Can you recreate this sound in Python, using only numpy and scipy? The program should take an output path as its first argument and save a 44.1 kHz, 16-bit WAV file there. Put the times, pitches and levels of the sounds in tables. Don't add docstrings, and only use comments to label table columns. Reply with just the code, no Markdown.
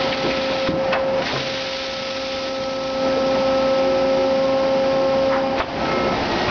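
import sys
import numpy as np
from scipy import signal
from scipy.fft import rfft, irfft
from scipy.io import wavfile
from scipy.ndimage import uniform_filter1d

SR = 44100
rng = np.random.default_rng(int(sys.argv[2]) if len(sys.argv) > 2 else 0)


def generate_wav(sig):
    pcm = np.round(np.clip(np.atleast_2d(sig).T, -1, 1) * 32767).astype(np.int16)
    wavfile.write(sys.argv[1], SR, pcm)


N = 286650
TIME = np.arange(N) / SR

# time_s, pitch_hz
BLOWER_PITCH = [(1.2, 266.8), (1.9, 267.3), (3.0, 266.1), (5.4, 268.8), (6.5, 267.5)]
# time_s, level_db
DRONE_LEVEL = [(0, -21), (.15, -26), (.55, -22), (.92, -20), (1.0, -21.5), (1.2, -18), (1.26, -43),
               (1.47, -22.5), (2.5, -20), (3.2, -19.5), (3.5, -17.5), (5.3, -17.5), (5.65, -26.5),
               (5.9, -26), (6.12, -23.5), (6.2, -53)]
# pitch_multiple, level_db
BLOWER_ORDERS = [(1, -32.5), (3, -35), (6, -53.5), (8, -53), (9, -54.5), (10, -54.5), (11, -52.5)]
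# pitch_hz, level_db
HALL_MOTORS = [(60, -49.5), (238, -40.5), (366, -43), (882, -43.5), (1070, -45), (1336, -46), (3106, -55.5)]
# time_s, change_db
HUM_CHANGE = [(0, 2), (.7, -5), (3.3, 4), (5.5, 3.5), (6.5, -9)]
# time_s, level_db
WHINE_LEVEL = [(0, -31), (1.3, -43.5), (1.8, -31), (3.1, -31.5), (3.9, -32.5), (4.5, -41), (6.5, -41.5)]
# start_s, end_s, first_pitch_hz, last_pitch_hz, level_db
SHORT_WHINES = [(3.828, 4.297, 368.6, 368.4, -29), (4.417, 5.534, 1071, 1072, -37.5),
                (4.845, 5.109, 364, 367, -31), (5.3, 5.628, 795, 793, -30),
                (5.858, 6.17, 2130, 2146, -33.5), (5.912, 6.174, 364, 363.4, -28.5),
                (6.104, 6.222, 650, 856, -29), (6.27, 6.6, 1889, 1900, -34.5),
                (6.28, 6.522, 331.5, 375, -27), (5.794, 6.58, 899, 838, -33),
                (5.773, 6.17, 1309, 1306, -31.5), (6.205, 6.523, 1180, 1356, -38)]
# frequency_hz, relative_level_db_per_hz
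ROAR_SPECTRUM = [(25, -25.5), (42, -14), (56, -7.5), (90, -5.5), (150, 0.5), (230, 4), (440, 1), (820, 1.5),
                 (1200, -7), (2300, -9.5), (3800, -15.5), (5000, -16), (7000, -15.5)]
# middle_s, swell_db
BAG_SHOVES = [(.05, 2.5), (.28, 2), (.52, 3.5), (.87, 3.5), (1.19, 5), (3.08, 1.5), (3.37, 2)]
# frequency_hz, relative_level_db_per_hz
AIR_SPECTRUM = [(200, -19), (700, -7), (1400, -2.5), (2000, -0.5), (2500, 1.5), (3050, -0.5), (3450, 1),
                (4100, -1), (4750, -2), (5200, -3), (7000, -4.5)]
# open_s, close_s, level_db, treble_change_db, rise_s
AIR_VALVES = [(-.05, 0.705, -23, -1.5, .03), (1.211, 1.676, -22.5, 2.5, .04),
              (1.68, 2.472, -25.1, 5.5, .03), (2.466, 5.38, -30.5, 8.5, 0.027),
              (3.003, 3.852, -41, -15.5, .25), (6.08, 6.6, -25.5, -1.5, 0.28)]
# frequency_hz, relative_level_db_per_hz
RUMBLE_SPECTRUM = [(22, -11.5), (45, -5), (90, -1.5), (140, -6.5), (250, -34), (600, -71)]
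# time_s, level_db
RUMBLE_STRENGTH = [(0, -48), (.7, -45.5), (1.3, -44.5), (1.6, -48), (3.3, -49), (4.2, -54.5), (5.4, -44.5),
                   (6.4, -36)]
# peak_s, level_db, centre_hz, width_octaves
FRAME_KNOCKS = [(.012, -21, 1470, 1.3), (.127, -18.5, 2400, 0.51), (.674, -20.5, 1400, 0.86),
                (.93, -13.5, 1550, 1.7), (1.222, -19.5, 1190, 1.6), (1.362, -21, 1380, 0.59),
                (5.604, -1, 856, 1.2), (5.621, -16.5, 2860, 0.38)]
# peak_s, level_db, centre_hz, width_octaves
LOOSE_RATTLES = [(.251, -19.5, 230, 1.2), (.31, -26.5, 2200, 0.33), (.938, -14.5, 990, 1.03),
                 (1.272, -25.5, 1830, 0.45), (1.298, -25, 1100, 0.86), (1.34, -21.5, 450, 0.64),
                 (3.17, -22.5, 390, .6), (5.328, -21.5, 1175, 0.75), (5.362, -21.5, 1105, 0.62),
                 (5.588, -22.5, 1290, 1.5), (6.49, -20, 1481, 0.87)]
# pitch_hz, relative_level_db, fade_60db_s
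FRAME_RING = [(754, -5.5, 0.045), (1066, 0.5, 0.037), (1306, -4.5, 0.11), (1860, -14, 0.31),
              (2620, -4, 0.09), (2880, -21, 0.62), (3763, -25.5, 0.15)]
# start_s, level_db, pitch_hz, fade_60db_s
JAW_THUMPS = [(.688, -1, 299, 0.039), (0.689, -12, 185, 0.15), (.693, -16.5, 322, 0.29),
              (.737, -12, 174, 0.065), (1.334, -26.5, 134, 0.77), (5.597, -12.5, 75, 0.079)]
# frequency_hz, relative_level_db_per_hz
SIZZLE_SPECTRUM = [(4200, -30), (4750, 0), (4900, 0), (5100, -4.5), (5400, -8), (6200, -28)]
# frequency_hz, change_db
RECORDER_TREBLE = [(4900, -1.5), (5500, -5), (6000, -12.5), (6400, -21.5), (6800, -34), (7100, -48)]

BLAST_S, BELT_S, FEED_S = 1.187, 2.944, 5.55
DUCK_TAKES_S, BELT_TAKES_S, FEED_TAKES_S = 0.62, 0.1, 0.03
HALL_DUCK_DB, DUCK_RECOVERY_DB_PER_S = -9.5, 3
WAVER_DB, WAVER_RUNNING_DB = 0.68, 0.43
WHINE_HZ = 1307
ROAR_DB, BELT_ADDS_DB, FEED_ADDS_DB = -26, 1, 6.5
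SHOVE_S = 0.045
JET_SAG_DB_PER_S, JET_RELEASE_S, LEAK_DB = 2, 0.033, -46.5
SIZZLE_DB = -45.5
KNOCK_RISE_S, KNOCK_FADE_S = 0.0022, 0.06
RATTLE_RISE_S, RATTLE_FADE_S = 0.012, 0.22
EDGE_HZ = 7100
CEILING = 0.41


def gain_of(db):
    return 10 ** (np.asarray(db) / 20)


def evened(x):
    return x / np.sqrt(np.mean(x ** 2) + 1e-20)


def course(rows):
    return np.interp(TIME, *np.transpose(rows))


def coloured(x, points):
    hz, db = np.transpose(points)
    bins = np.fft.rfftfreq(len(x), 1 / SR)
    curve_db = np.interp(np.log(bins + 1), np.log(hz), db)
    return irfft(rfft(x) * gain_of(curve_db), len(x))


def noise_of(spectrum):
    return evened(coloured(rng.standard_normal(N), spectrum))


def drift(rate):
    bins = np.fft.rfftfreq(N, 1 / SR)
    return evened(irfft(rfft(rng.standard_normal(N)) / (1 + (bins / rate) ** 4), N))


def add(mix, s, sound):
    part = mix[max(round(s * SR), 0):][:len(sound)]
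    part += sound[:len(part)]


def ramp(start, takes):
    return np.clip((TIME - start) / takes, 0, 1)


def hall_ducking():
    ducked = ramp(BLAST_S, DUCK_TAKES_S) * (1 - ramp(BELT_S, BELT_TAKES_S))
    return ducked * (HALL_DUCK_DB + DUCK_RECOVERY_DB_PER_S * (TIME - BLAST_S))


def belt_running():
    return ramp(BELT_S, BELT_TAKES_S) * (1 - ramp(FEED_S, FEED_TAKES_S))


def blower():
    turns = np.cumsum(course(BLOWER_PITCH) + 0.15 * drift(25)) / SR
    waver_db = WAVER_DB + (WAVER_RUNNING_DB - WAVER_DB) * belt_running()
    drone_gain = gain_of(course(DRONE_LEVEL) + waver_db * drift(29))
    drone = drone_gain * np.sin(4 * np.pi * turns)
    orders = np.zeros(N)
    for multiple, db in BLOWER_ORDERS:
        wave = np.sin(2 * np.pi * (multiple * turns + rng.random()))
        orders += gain_of(db + 1.3 * drift(6.2)) * wave
    return np.sqrt(2) * gain_of(hall_ducking()) * (drone + gain_of(course(HUM_CHANGE)) * orders)


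def tone(hz, waver_hz, flutter):
    turns = np.cumsum(hz + waver_hz * drift(15.6)) / SR + rng.random()
    return np.sqrt(2) * np.sin(2 * np.pi * turns) * (1 + flutter * drift(3.2))


def motors():
    steady = sum(gain_of(db) * tone(hz, waver_hz=1.0, flutter=0.3) for hz, db in HALL_MOTORS)
    out = steady * gain_of(0.96 * (course(HUM_CHANGE) + hall_ducking()))
    whine_gain = gain_of(course(WHINE_LEVEL) + hall_ducking())
    out += whine_gain * tone(WHINE_HZ, waver_hz=1.2, flutter=0.13)
    for start, end, first_hz, last_hz, db in SHORT_WHINES:
        running = np.clip(np.minimum(TIME - start, end - TIME) / 0.039, 0, 1)
        pitch_hz = np.interp(TIME, [start, end], [first_hz, last_hz])
        out += gain_of(db) * running * tone(pitch_hz, waver_hz=1.53, flutter=0.065)
    return out


def conveyors():
    roll = coloured(rng.standard_normal(N), ROAR_SPECTRUM) * gain_of(0.71 * drift(30))
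    ticks = rng.standard_normal(N) * (rng.random(N) < 160 / SR)
    t = np.arange(1500) / SR
    tick_sound = rng.standard_normal(len(t)) * gain_of(-60 * t / 0.01)
    chatter = coloured(signal.oaconvolve(ticks, tick_sound)[:N], ROAR_SPECTRUM)
    roar = evened(evened(roll) + gain_of(-15.5) * evened(chatter))
    load_db = BELT_ADDS_DB * belt_running() + FEED_ADDS_DB * ramp(FEED_S, FEED_TAKES_S)
    shoves_db = sum(db * np.exp(-((TIME - s) / SHOVE_S) ** 2) for s, db in BAG_SHOVES)
    return gain_of(ROAR_DB + load_db + shoves_db + 0.99 * hall_ducking()) * roar


def air():
    jet = noise_of(AIR_SPECTRUM)
    treble = coloured(jet, [(3000, -32.0), (5400, -4.0)])
    out = gain_of(LEAK_DB) * noise_of(AIR_SPECTRUM)
    for opens, closes, db, treble_db, rise in AIR_VALVES:
        valve = ramp(opens, rise) * (1 - ramp(closes, JET_RELEASE_S))
        pressure = gain_of(db - JET_SAG_DB_PER_S * (TIME - opens))
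        out += valve * pressure * (jet + (gain_of(treble_db) - 1) * treble)
    return out * gain_of(1.2 * drift(70))


def housing(x, reflect_db=-15):
    t = np.arange(800) / SR
    scatter = rng.standard_normal(len(t)) * gain_of(-60 * t / 0.26) * (t > 0.002)
    echoes = coloured(scatter, [(400, -2.5), (1500, -3.5)])
    return x + gain_of(reflect_db) * signal.oaconvolve(x, echoes / np.linalg.norm(echoes))[:N]


def rumble():
    return gain_of(course(RUMBLE_STRENGTH) + 1.8 * drift(11)) * noise_of(RUMBLE_SPECTRUM)


def bursts(rows, rise, fade):
    out, t = np.zeros(N), np.arange(SR // 2) / SR
    octave = np.log2(np.fft.rfftfreq(len(t), 1 / SR) + 1)
    lead = 0.1
    swell = np.exp(np.minimum(t - lead, 0) / rise) * gain_of(-60 * np.maximum(t - lead, 0) / fade)
    for s, db, hz, octaves in rows:
        band = 1 / (1 + ((octave - np.log2(hz)) / octaves) ** 4)
        burst = evened(irfft(rfft(rng.standard_normal(len(t))) * band, len(t)))
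        blow = gain_of(db) * burst * swell
        add(out, s - lead, blow[max(round((lead - s) * SR), 0):])
    return out


def clacks():
    out = bursts(FRAME_KNOCKS, KNOCK_RISE_S, KNOCK_FADE_S)
    out += bursts(LOOSE_RATTLES, RATTLE_RISE_S, RATTLE_FADE_S)
    t = np.arange(SR // 2) / SR
    ring = np.zeros(len(t))
    for hz, db, fade in FRAME_RING:
        ring += gain_of(db - 60 * t / min(fade, 0.25)) * np.sin(2 * np.pi * hz * t)
    return out + gain_of(-19) * signal.oaconvolve(out, ring / np.linalg.norm(ring))[:N]


def hall_echo(x):
    t = np.arange(SR) / SR
    fading = rng.standard_normal(SR) * gain_of(-60 * t / 0.53) * (1 - np.exp(-t / 0.017))
    tail = coloured(fading, [(1000, 4), (6000, -14.5)])
    return signal.oaconvolve(x, tail / np.linalg.norm(tail))[:N]


def thumps():
    out, t = np.zeros(N), np.arange(SR // 2) / SR
    onset = 1 - np.exp(-t / 0.00092)
    for s, db, hz, fade in JAW_THUMPS:
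        add(out, s, gain_of(db - 60 * t / fade) * np.sin(2 * np.pi * hz * t) * onset)
    return out


def sizzle():
    return belt_running() * gain_of(SIZZLE_DB + 1.2 * drift(25)) * noise_of(SIZZLE_SPECTRUM)


def scene():
    knocks = clacks() + thumps()
    rush = housing(conveyors() + sizzle() + air())
    steady = blower() + motors() + rumble()
    return (steady + rush + knocks + gain_of(-20.0) * hall_echo(knocks))[None]


def record(dry, threshold_db=-14, recovery_db=38):
    power_db = 10 * np.log10(abs(uniform_filter1d(dry[0] ** 2, size=220)) + 1e-12)
    recovery = TIME * recovery_db
    held_db = np.maximum.accumulate(power_db + recovery) - recovery
    over_db = np.maximum(held_db - threshold_db, 0)
    ducked = dry[0] / gain_of(uniform_filter1d(over_db, size=80))
    rounded = ducked / (1 + (ducked / CEILING) ** 8) ** (1 / 8)
    dulled = coloured(rounded, RECORDER_TREBLE)
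    low_pass = signal.firwin(511, EDGE_HZ, window=("kaiser", 9), fs=SR)
    return signal.oaconvolve(dulled, low_pass, "same")[None]


dry = scene()
out = record(dry)
generate_wav(out)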